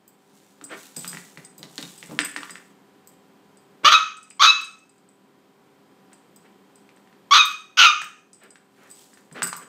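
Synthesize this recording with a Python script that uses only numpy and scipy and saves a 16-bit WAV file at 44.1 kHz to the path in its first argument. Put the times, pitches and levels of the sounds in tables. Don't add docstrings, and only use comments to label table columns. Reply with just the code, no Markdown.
import sys
import numpy as np
from scipy import signal
from scipy.fft import rfft, irfft
from scipy.io import wavfile
from scipy.ndimage import uniform_filter1d, minimum_filter1d

SR = 44100
rng = np.random.default_rng(int(sys.argv[2]) if len(sys.argv) > 2 else 0)


def to_wav(sig):
    pcm = np.clip(np.atleast_2d(sig), -1, 1) * 32767
    pcm = np.round(pcm).astype(np.int16)
    wavfile.write(sys.argv[1], SR, pcm.T)


N = 426879

# (frequency [Hz], relative level [dB per Hz])
AIR_COLOUR = [(18, -76), (30, -48), (189, -4), (280, -7.5), (336, -7), (394, -8.5), (616, -15),
              (962, -14.5), (2120, -22.5), (4910, -29.5), (5900, -33.5), (8300, -31.5), (9970, -38.5),
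              (14800, -35), (16000, -54)]
AIR_RMS_DB = -57.5
# (frequency [Hz], relative level [dB])
HUM_TONES = [(199.2, -66.5), (274.5, -65.5), (398.4, -64.5), (527.6, -72.5), (764.4, -69.5), (995.9, -72),
             (3171, -80), (3230, -86.5)]

# (time [s], relative peak [dB], relative level of top modes [dB])
TAG_STRIKES = [(0.0787, -37.5, -39), (0.6404, -26, -40), (0.9662, -19.5, -30), (0.9901, -26, -38),
               (1.077, -20.5, -29.5), (1.4476, -33.5, -53), (1.5803, -36.5, -40), (2.2044, -20, -54),
               (2.2483, -20.5, -30), (2.5057, -30.5, -43), (3.0734, -37, -41), (4.3026, -30, -66),
               (4.6129, -32, -41), (4.6448, -31, -62), (6.131, -42, -57.5), (6.3614, -41, -46),
               (6.7565, -44, -57.5), (7.4545, -17.5, -23), (8.0157, -27, -41), (8.0431, -29.5, -37),
               (8.4347, -37, -47), (8.9012, -37, -52), (8.9122, -31.5, -42), (9.4295, -13, -28.5),
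               (9.4374, -17, -23.5), (9.4709, -20.5, -27.5), (9.5652, -27.5, -33.5)]
# (frequency [Hz], relative level [dB], t60 [s])
TAG_MODES = [(4920, -10, 0.13), (7940, -5, 0.06), (8080, 2, 0.085), (8840, -5.5, 0.067), (9500, -19, 0.021),
             (11380, -13.5, 0.079), (12200, -10, .07), (13500, -9.5, .06), (14100, -14, .04)]
# (start [s], end [s], rate [1/s], relative peak [dB])
TAG_SWINGS = [(1.8, 2.1, 10, -39.5), (2.34, 2.48, 17, -40), (3.5, 3.88, 5.3, -44.5),
              (4.16, 4.27, 19, -33.5), (4.69, 5.12, 12, -47), (6.78, 7.12, 7, -53), (8.14, 8.7, 3.5, -35),
              (8.95, 9.4, 4.26, -40.5)]
# (frequency [Hz], relative level [dB per Hz])
TAG_GRIT_COLOUR = [(2000, -27), (6500, -11.5), (8100, 3.5), (10000, -17), (14000, -13.0)]
TICK_TOP_DB = -24
TAG_RINGS_DB, TAG_DAMPING = -23.5, 0.23

# (time of maximum [s], relative level [dB], rise [s], fall [s])
SLIDES = [(0.38, -57.5, .25, 0.5), (0.79, -44, .09, .25), (1.03, -43, .08, .45), (1.82, -46, .22, .65),
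          (2.46, -52.5, .3, 0.28), (9.0, -51, .3, .3)]
# (frequency [Hz], relative level [dB per Hz])
SLIDE_COLOUR = [(530, -24.5), (900, -2), (1130, -18.5), (3580, -1), (5240, -3.5), (7860, 0), (9980, -6.5),
                (15500, -9.5)]
SLIDE_FADE_DB = -18

# (time [s], knock [dB], knock pitch [Hz], snap [dB], thump [dB], thump pitch [Hz])
FOOTFALLS = [(0.613, -33, 1300, -43, -38.5, 287), (0.964, -26, 4760, -41, -34, 159.6),
             (1.046, -25.5, 1270, -27, -38, 181.4), (1.131, -26, 1690, -41, -35.5, 170),
             (1.374, -28, 1960, -49, -40, 160), (1.591, -40.5, 3960, -49, -40.5, 160),
             (1.63, -23, 3950, -46, -38.5, 159), (1.78, -15, 4330, -20.5, -32.5, 277),
             (1.827, -18, 3760, -29.5, -36, 170), (2.028, -25.5, 2050, -32, -42.5, 168),
             (2.088, -50, 1490, -58, -34, 170), (2.111, -33.5, 1130, -57, -30, 300),
             (2.19, -6, 1740, -9, -29.5, 295), (2.363, -14, 1820, -49, -37.5, 288),
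             (2.432, -24.5, 1170, -26.5, -55, 165), (2.496, -26.5, 1930, -40, -46, 173),
             (2.556, -26.5, 1760, -32.5, -49, 173), (4.309, -31.5, 2515, -48.5, -64, 170),
             (8.018, -13.5, 1710, -45, -44.5, 162), (8.557, -34, 1643, -40, -61.5, 169),
             (9.314, -39.5, 1700, -58, -40, 158), (9.421, -9.5, 1530, -22.5, -30.5, 162),
             (9.529, -17, 1160, -33.5, -44, 168)]
# (start [s], end [s], rate [1/s], relative knock level [dB])
SCRABBLES = [(1.13, 1.2, 30, -26.5), (2.37, 2.41, 26, -23), (6.85, 7.15, 12, -45), (9.12, 9.22, 23, -41)]
# (frequency [Hz], relative level [dB per Hz])
CLAW_GRIT_COLOUR = [(200, -22), (700, -10.5), (1600, 1), (4000, 1), (9000, -7.0), (15000, -31.0)]
# (frequency [Hz], relative level [dB per Hz])
THUMP_COLOUR = [(50, -68), (150, -8), (320, -9), (700, -40), (2000, -38.5)]
# (frequency [Hz], relative level [dB per Hz])
SCUFF_COLOUR = [(100, -34.5), (250, -4), (450, 2.5), (800, -2.5), (1300, -10.5), (3000, -24.5),
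                (9000, -44.5)]
TAP_HZ, TAP_SPREAD, TAP_SNAP_DB = 1900, 0.066, -33
PAD_LAG_S = .002
SCUFF_DB, SCUFF_DECAY_S = -11, .03
UNEVEN, SPREAD_DB = .2, 2

# (time [s], length [s], level [dB])
SNUFFLES = [(0.682, 0.095, -39), (3.83, 0.042, -32), (6.111, 0.035, -59.5), (6.437, 0.045, -59),
            (8.388, 0.11, -51), (8.718, 0.24, -57), (9.333, 0.098, -40.5), (9.591, 0.071, -52)]
# (frequency [Hz], relative level [dB per Hz])
NOSE_COLOUR = [(80, -48), (170, -3), (420, 2.5), (800, -5.5), (1700, 0.5), (2500, -5.5), (4200, -15.5),
               (6000, -25), (12000, -38)]

# (time [s], length [s], relative effort [dB], attack [s], release [s],
#   first pitch [Hz], held pitch [Hz], last pitch [Hz], glide curve [1 = straight], voice breaks at [s],
#   settles at [s], roughness [0-1], period doubling [0-1], mouth resonance before scaling [Hz],
#   throat level at first [dB], throat level once settled [dB], jaw opening once settled [0-1])
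YAPS = [(3.845, .060, -5, 0.0095, 0.014, 1085, 1266, 1337, 1.1, .002, 0.076, 0.42, .9, 3300, 1, 0.5, .55),
        (3.905, .062, -4.5, 0.018, 0.012, 1317, 1258, 1275, 2.1, .004, .036, .72, .2, 3646, 2, -3.5, 0.0026),
        (4.394, 0.12, -7, .03, 0.0075, 1049, 1302, 1308, 1.9, 0.022, .075, .7, 0.18, 3904, 0.5, -17, 0.0011),
        (7.308, .121, -7.5, 0.017, 0.014, 1067, 1276, 1216, 1.9, .026, .076, .75, .05, 3680, 0.5, -11.5, 0.13),
        (7.77, 0.13, -5.5, .026, 0.037, 1601, 1287, 1203, 1.0, .001, 0.093, 0.53, .15, 3140, -6, -6, 0.65)]
# (frequency [Hz], width [Hz], level with jaw shut [dB], level with jaw open [dB])
MUZZLE_MODES = [(2607, 450, -6.5, -29.5), (4550, 230, -35.5, -4.5), (5500, 500, -32, -7.5),
                (6250, 290, -15, -8.5)]
# (frequency [Hz], relative level [dB per Hz])
RUSH_COLOUR = [(40, -21.5), (150, -11.5), (330, 0), (600, -2), (1500, -3), (5000, -8), (7200, 1),
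               (9500, -8.5), (13000, -7), (16000, -19)]
ONSET_DB, TIRE_DB, RELEASE_DB = -14.5, -2, -10
GLIDE_SHARE = .7
ROUGH_BEFORE, ROUGH_AFTER, BREAK_S, SETTLE_S = .18, 0.075, .009, 0.024
JAW_START, JAW_SETTLING = 0.94, .4
MOUTH_START, MOUTH_END, MOUTH_RISE_S = .88, 0.95, .028
MOUTH_WIDTH_HZ, MOUTH_CLEAN_DB, MOUTH_ROUGH_DB = 1700, -7, 1
PINCH_DB, PINCH_WIDTH_HZ = -7.5, 600
THROAT_HZ, THROAT_WIDTH_HZ = 1320, 340
THROAT_FOLLOW, RESTING_HZ = 0.46, 1270
NOTCH_HZ, NOTCH_WIDTH_HZ, NOTCH_DEPTH = 4960, 770, 1

# (frequency [Hz], t60 [s], relative strength [dB])
ROOM_BANDS = [(150, 0.48, 2.5), (500, 0.24, 1.5), (1300, .41, 1), (2600, 0.46, -2), (3980, .38, -4),
              (7000, 0.52, -2), (14200, 0.24, -3)]
EDGE_HZ = 15650


def amp(db):
    return 10 ** (np.asarray(db) / 20)


def unit(x):
    return x / np.sqrt(np.mean(x ** 2) + 1e-20)


def ramp(x):
    return np.clip(x, 0, 1)


def blend(a, b, share):
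    return a + (b - a) * share


def read(points, hz):
    f, value = np.transpose(points)
    return np.interp(np.log(hz + 1), np.log(f + 1), value)


def add(mix, s, sound):
    part = mix[max(round(s * SR), 0):][:len(sound)]
    part += sound[:len(part)]


def play(sounds):
    track = np.zeros(N)
    for s, sound in sounds:
        add(track, s, sound)
    return track


def scatter(bouts):
    for start, end, rate, db in bouts:
        for s in np.arange(start + .5 / rate, end, 1 / rate):
            late, strength = rng.standard_normal(2)
            yield s + UNEVEN * late / rate, db + SPREAD_DB * strength


def noise(colour, size):
    spectrum = rfft(rng.standard_normal(size))
    gain = amp(read(colour, np.fft.rfftfreq(size, 1 / SR)))
    return unit(irfft(spectrum * gain, size))


def wander(hz, size):
    spectrum = rfft(rng.standard_normal(size))
    rolloff = 1 + (np.fft.rfftfreq(size, 1 / SR) / hz) ** 4
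    return unit(irfft(spectrum / rolloff, size))


def highpass(x, hz, order=2):
    return signal.sosfilt(signal.butter(order, hz, "high", fs=SR, output="sos"), x)


def lowpass(x, hz, order):
    return signal.sosfilt(signal.butter(order, hz, fs=SR, output="sos"), x)


def resonate(x, hz, width_hz):
    turn = np.exp(2j * np.pi * np.cumsum(hz * np.ones(len(x))) / SR)
    r = np.exp(-np.pi * width_hz / SR)
    slow = signal.lfilter([(1 - r) ** 2], [1, -2 * r, r * r], x / turn)
    return 2 * (turn * slow).real


def appliance(hum_db=-1, waver=0.084):
    t = np.arange(N) / SR
    tones = np.zeros(N)
    for hz, db in HUM_TONES:
        tone = np.sin(2 * np.pi * hz * t + wander(4.2, N))
        tones += amp(db) * np.sqrt(2) * tone * (1 + waver * wander(4.9, N))
    return amp(AIR_RMS_DB) * noise(AIR_COLOUR, N) + amp(hum_db) * tones


def jingle(s, db, top_db, chatter_s=.006, bounce=.4, vary_db=3, detune=.006, scrape_db=4,
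           scrape_s=0.0039, gain_db=1, top_gain_db=6):
    t = np.arange(6000) / SR
    sound = np.zeros(len(t))
    ring_gain = amp(TAG_DAMPING * min(db - TAG_RINGS_DB, 0))
    for k, delay_s in enumerate(np.cumsum([0, *rng.exponential(chatter_s, size=2)])):
        ring = np.zeros(len(t))
        for hz, level_db, t60_s in TAG_MODES:
            decay = amp(level_db + vary_db * rng.standard_normal() - 60 * t / t60_s)
            bent_hz = hz * (1 + detune * rng.standard_normal())
            ring += decay * np.sin(2 * np.pi * (bent_hz * t + rng.random()))
        scrape = amp(scrape_db) * np.exp(-t / scrape_s) * noise(TAG_GRIT_COLOUR, len(t))
        add(sound, delay_s, bounce ** k * (ring_gain * ring + scrape))
    low = lowpass(sound, 10400, order=6)
    top = highpass(sound, 10400, order=6)
    return s, amp(db + gain_db) * low / abs(low).max() + amp(top_db + top_gain_db) * top / abs(top).max()


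def collar():
    strikes = play(jingle(*row) for row in TAG_STRIKES)
    ticks = play(jingle(s, db, db + TICK_TOP_DB) for s, db in scatter(TAG_SWINGS))
    return strikes + ticks


def slide(s, db, rise_s, fall_s, grain_db=3.5, gain_db=-2):
    t = np.arange(-rise_s, fall_s, 1 / SR)
    grains = unit(noise(SLIDE_COLOUR, len(t)) * amp(grain_db * wander(210, len(t))))
    level_db = db + gain_db + SLIDE_FADE_DB * np.maximum(-t / rise_s, t / fall_s)
    return s - rise_s, amp(level_db) * grains * signal.windows.tukey(len(t), .05)


def claw(s, db, hz, snap_db, scrape_db=-21, scrape_s=0.008, gain_db=4, snap_gain_db=6,
         snap_hz=3300, snap_s=0.00037, ring_db=-25, ring_s=0.0098):
    t = np.arange(2000) / SR
    knock = np.exp(-t * hz) * np.sin(2 * np.pi * hz * t)
    snap = np.exp(-t / snap_s) * np.sin(2 * np.pi * snap_hz * t)
    ring = amp(ring_db) * np.exp(-t / ring_s) * np.sin(2 * np.pi * hz * t)
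    scrape = amp(scrape_db) * noise(CLAW_GRIT_COLOUR, len(t)) * np.exp(-t / scrape_s)
    body = knock + ring + scrape
    return s, highpass(amp(db + gain_db) * body - amp(snap_db + snap_gain_db) * snap, 850)


def thump(s, db, hz, rise_s=0.012, fall_s=0.019, gain_db=-1):
    t = np.arange(8000) / SR
    body = np.sin(2 * np.pi * hz * t) + 0.43 * noise(THUMP_COLOUR, len(t))
    sound = highpass(body * (1 - np.exp(-t / rise_s)) * np.exp(-t / fall_s), 84)
    return s, amp(db + gain_db) * sound / abs(sound).max()


def scuff(s, db):
    t = np.arange(7000) / SR
    grit = noise(SCUFF_COLOUR, len(t)) * np.exp(-t / SCUFF_DECAY_S)
    return s, amp(db + SCUFF_DB) * grit * signal.windows.tukey(len(t), .05)


def paws():
    claws = play(claw(*row[:4]) for row in FOOTFALLS)
    pads = play(thump(s + PAD_LAG_S, db, hz) for s, *_, db, hz in FOOTFALLS)
    pads += play(scuff(s + PAD_LAG_S, db) for s, *_, db, hz in FOOTFALLS)
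    for s, db in scatter(SCRABBLES):
        tap_hz = TAP_HZ * np.exp(TAP_SPREAD * rng.standard_normal())
        add(claws, *claw(s, db, tap_hz, db + TAP_SNAP_DB))
    return claws, pads


def snuffle(s, length_s, db):
    size = int(length_s * SR)
    return s, amp(db) * unit(noise(NOSE_COLOUR, size) * np.hanning(size))


def gesture(t, length_s, db, attack_s, release_s, first_hz, held_hz, last_hz, bend, break_s, settle_s,
            chaos, doubling, mouth_hz, open_db, shut_db, last_jaw):
    u = t / length_s
    effort_db = db + ONSET_DB * (1 - ramp(t / attack_s)) + TIRE_DB * u ** 2
    effort_db += RELEASE_DB * ramp(1 + (t - length_s) / release_s)
    hz = held_hz + (first_hz - held_hz) * ramp(1 - u / GLIDE_SHARE) ** bend
    hz += (last_hz - held_hz) * ramp((u - GLIDE_SHARE) / (1 - GLIDE_SHARE))
    broken = ramp(.5 + (t - break_s) / BREAK_S)
    settled = ramp(.5 + (t - settle_s) / SETTLE_S)
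    rough = blend(blend(ROUGH_BEFORE, chaos, broken), ROUGH_AFTER, settled)
    jaw = ramp(blend(blend(JAW_START, JAW_SETTLING, ramp(t / settle_s)), last_jaw, settled))
    moving_mouth_hz = mouth_hz * blend(MOUTH_START, MOUTH_END, ramp(t / MOUTH_RISE_S))
    throat_db = blend(open_db, shut_db, settled)
    return effort_db, hz, rough, doubling * (1 - settled), moving_mouth_hz, throat_db, jaw


def yap(s, length_s, *shape, jitter=.08, jitter_hz=330, waver=0.0058, rasp=1.0, leak_db=-28,
        rush_db=-25, chest_db=-22):
    t = np.arange(0, length_s + 0.0074, 1 / SR)
    effort_db, hz, rough, doubling, mouth_hz, throat_db, jaw = gesture(t, length_s, *shape)
    rough, size = np.clip(rough, 0, 1), len(t)
    shaken_hz = hz * (1 + jitter * rough * wander(jitter_hz, size) + waver * wander(130, size))
    turns = np.cumsum(shaken_hz) / SR
    folds = unit(sum(np.cos(2 * np.pi * k * turns) / np.sqrt(k) for k in range(1, 8)))
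    half = doubling * np.cos(np.pi * turns)
    puffs = unit((1 + np.cos(2 * np.pi * turns)) * rng.standard_normal(size))
    drive = (1 - 1.1 * rough) * folds * (1 + half) + rasp * 2 * rough * puffs
    throat_hz = THROAT_HZ + THROAT_FOLLOW * (hz - RESTING_HZ)
    voice = amp(throat_db) * resonate(drive, throat_hz, THROAT_WIDTH_HZ)
    voice += amp(MOUTH_CLEAN_DB + MOUTH_ROUGH_DB * rough) * resonate(drive, mouth_hz, MOUTH_WIDTH_HZ)
    voice += amp(PINCH_DB) * (1 - jaw) * resonate(drive, mouth_hz, PINCH_WIDTH_HZ)
    for mode_hz, width_hz, shut_db, open_db in MUZZLE_MODES:
        voice += amp(blend(shut_db, open_db, jaw)) * resonate(drive, mode_hz, width_hz)
    voice -= NOTCH_DEPTH * (1 - jaw) * resonate(voice, NOTCH_HZ, NOTCH_WIDTH_HZ)
    voice = highpass(voice - amp(leak_db) * drive, 1000, order=4)
    voice = lowpass(voice, 6600, order=12)
    rush = amp(rush_db) * np.sqrt(rough) * noise(RUSH_COLOUR, size)
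    chest = amp(chest_db) * half
    return s, amp(effort_db) * (unit(voice) + rush + chest) * signal.windows.tukey(size, .04)


def kitchen(x, first_s=0.0031, build_s=0.0052):
    taps = rng.standard_normal(SR) * (rng.random(SR) < 3000 / SR)
    taps *= np.clip((np.arange(SR) / SR - first_s) / build_s, 0, 1)
    hz, t, bands = signal.stft(taps, SR, nperseg=256)
    t60_s = read([(row[0], row[1]) for row in ROOM_BANDS], hz)[:, None]
    strength_db = read([(row[0], row[2]) for row in ROOM_BANDS], hz)[:, None]
    tail = signal.istft(bands * amp(strength_db - 60 * t / t60_s), SR, nperseg=256)[1]
    return signal.fftconvolve(x, tail / np.linalg.norm(tail))[:N]


def scene(voice_db=2.5, voice_wet_db=-7.5, claw_wet_db=-6, body_wet_db=-7):
    hum = appliance()
    body = collar() + play(slide(*row) for row in SLIDES)
    claws, pads = paws()
    body += pads + play(snuffle(*row) for row in SNUFFLES)
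    voice = amp(voice_db) * play(yap(*row) for row in YAPS)
    echo = kitchen(amp(voice_wet_db) * voice + amp(claw_wet_db) * claws + amp(body_wet_db) * body)
    return (voice + claws + body + echo + hum)[None]


def record(dry, threshold_db=-12, recovery_db_per_s=5.0, slope=0.65, start_db=6):
    power_db = 10 * np.log10(abs(uniform_filter1d(dry[0] ** 2, size=900)) + 1e-12)
    fall_db = np.arange(N) / SR * recovery_db_per_s
    held_db = np.maximum(np.maximum.accumulate(power_db + fall_db) - threshold_db, start_db)
    excess_db = np.maximum(held_db - fall_db, 0)
    x = dry / amp(slope * uniform_filter1d(excess_db, size=400))
    limit = minimum_filter1d(1 / np.maximum(abs(x), 1), size=201)
    x = x * uniform_filter1d(limit, size=201)
    band_limit = signal.firwin(511, EDGE_HZ, window=("kaiser", 9), fs=SR)
    return signal.oaconvolve(x, band_limit[None], "same")


dry = scene()
out = record(dry)
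to_wav(out)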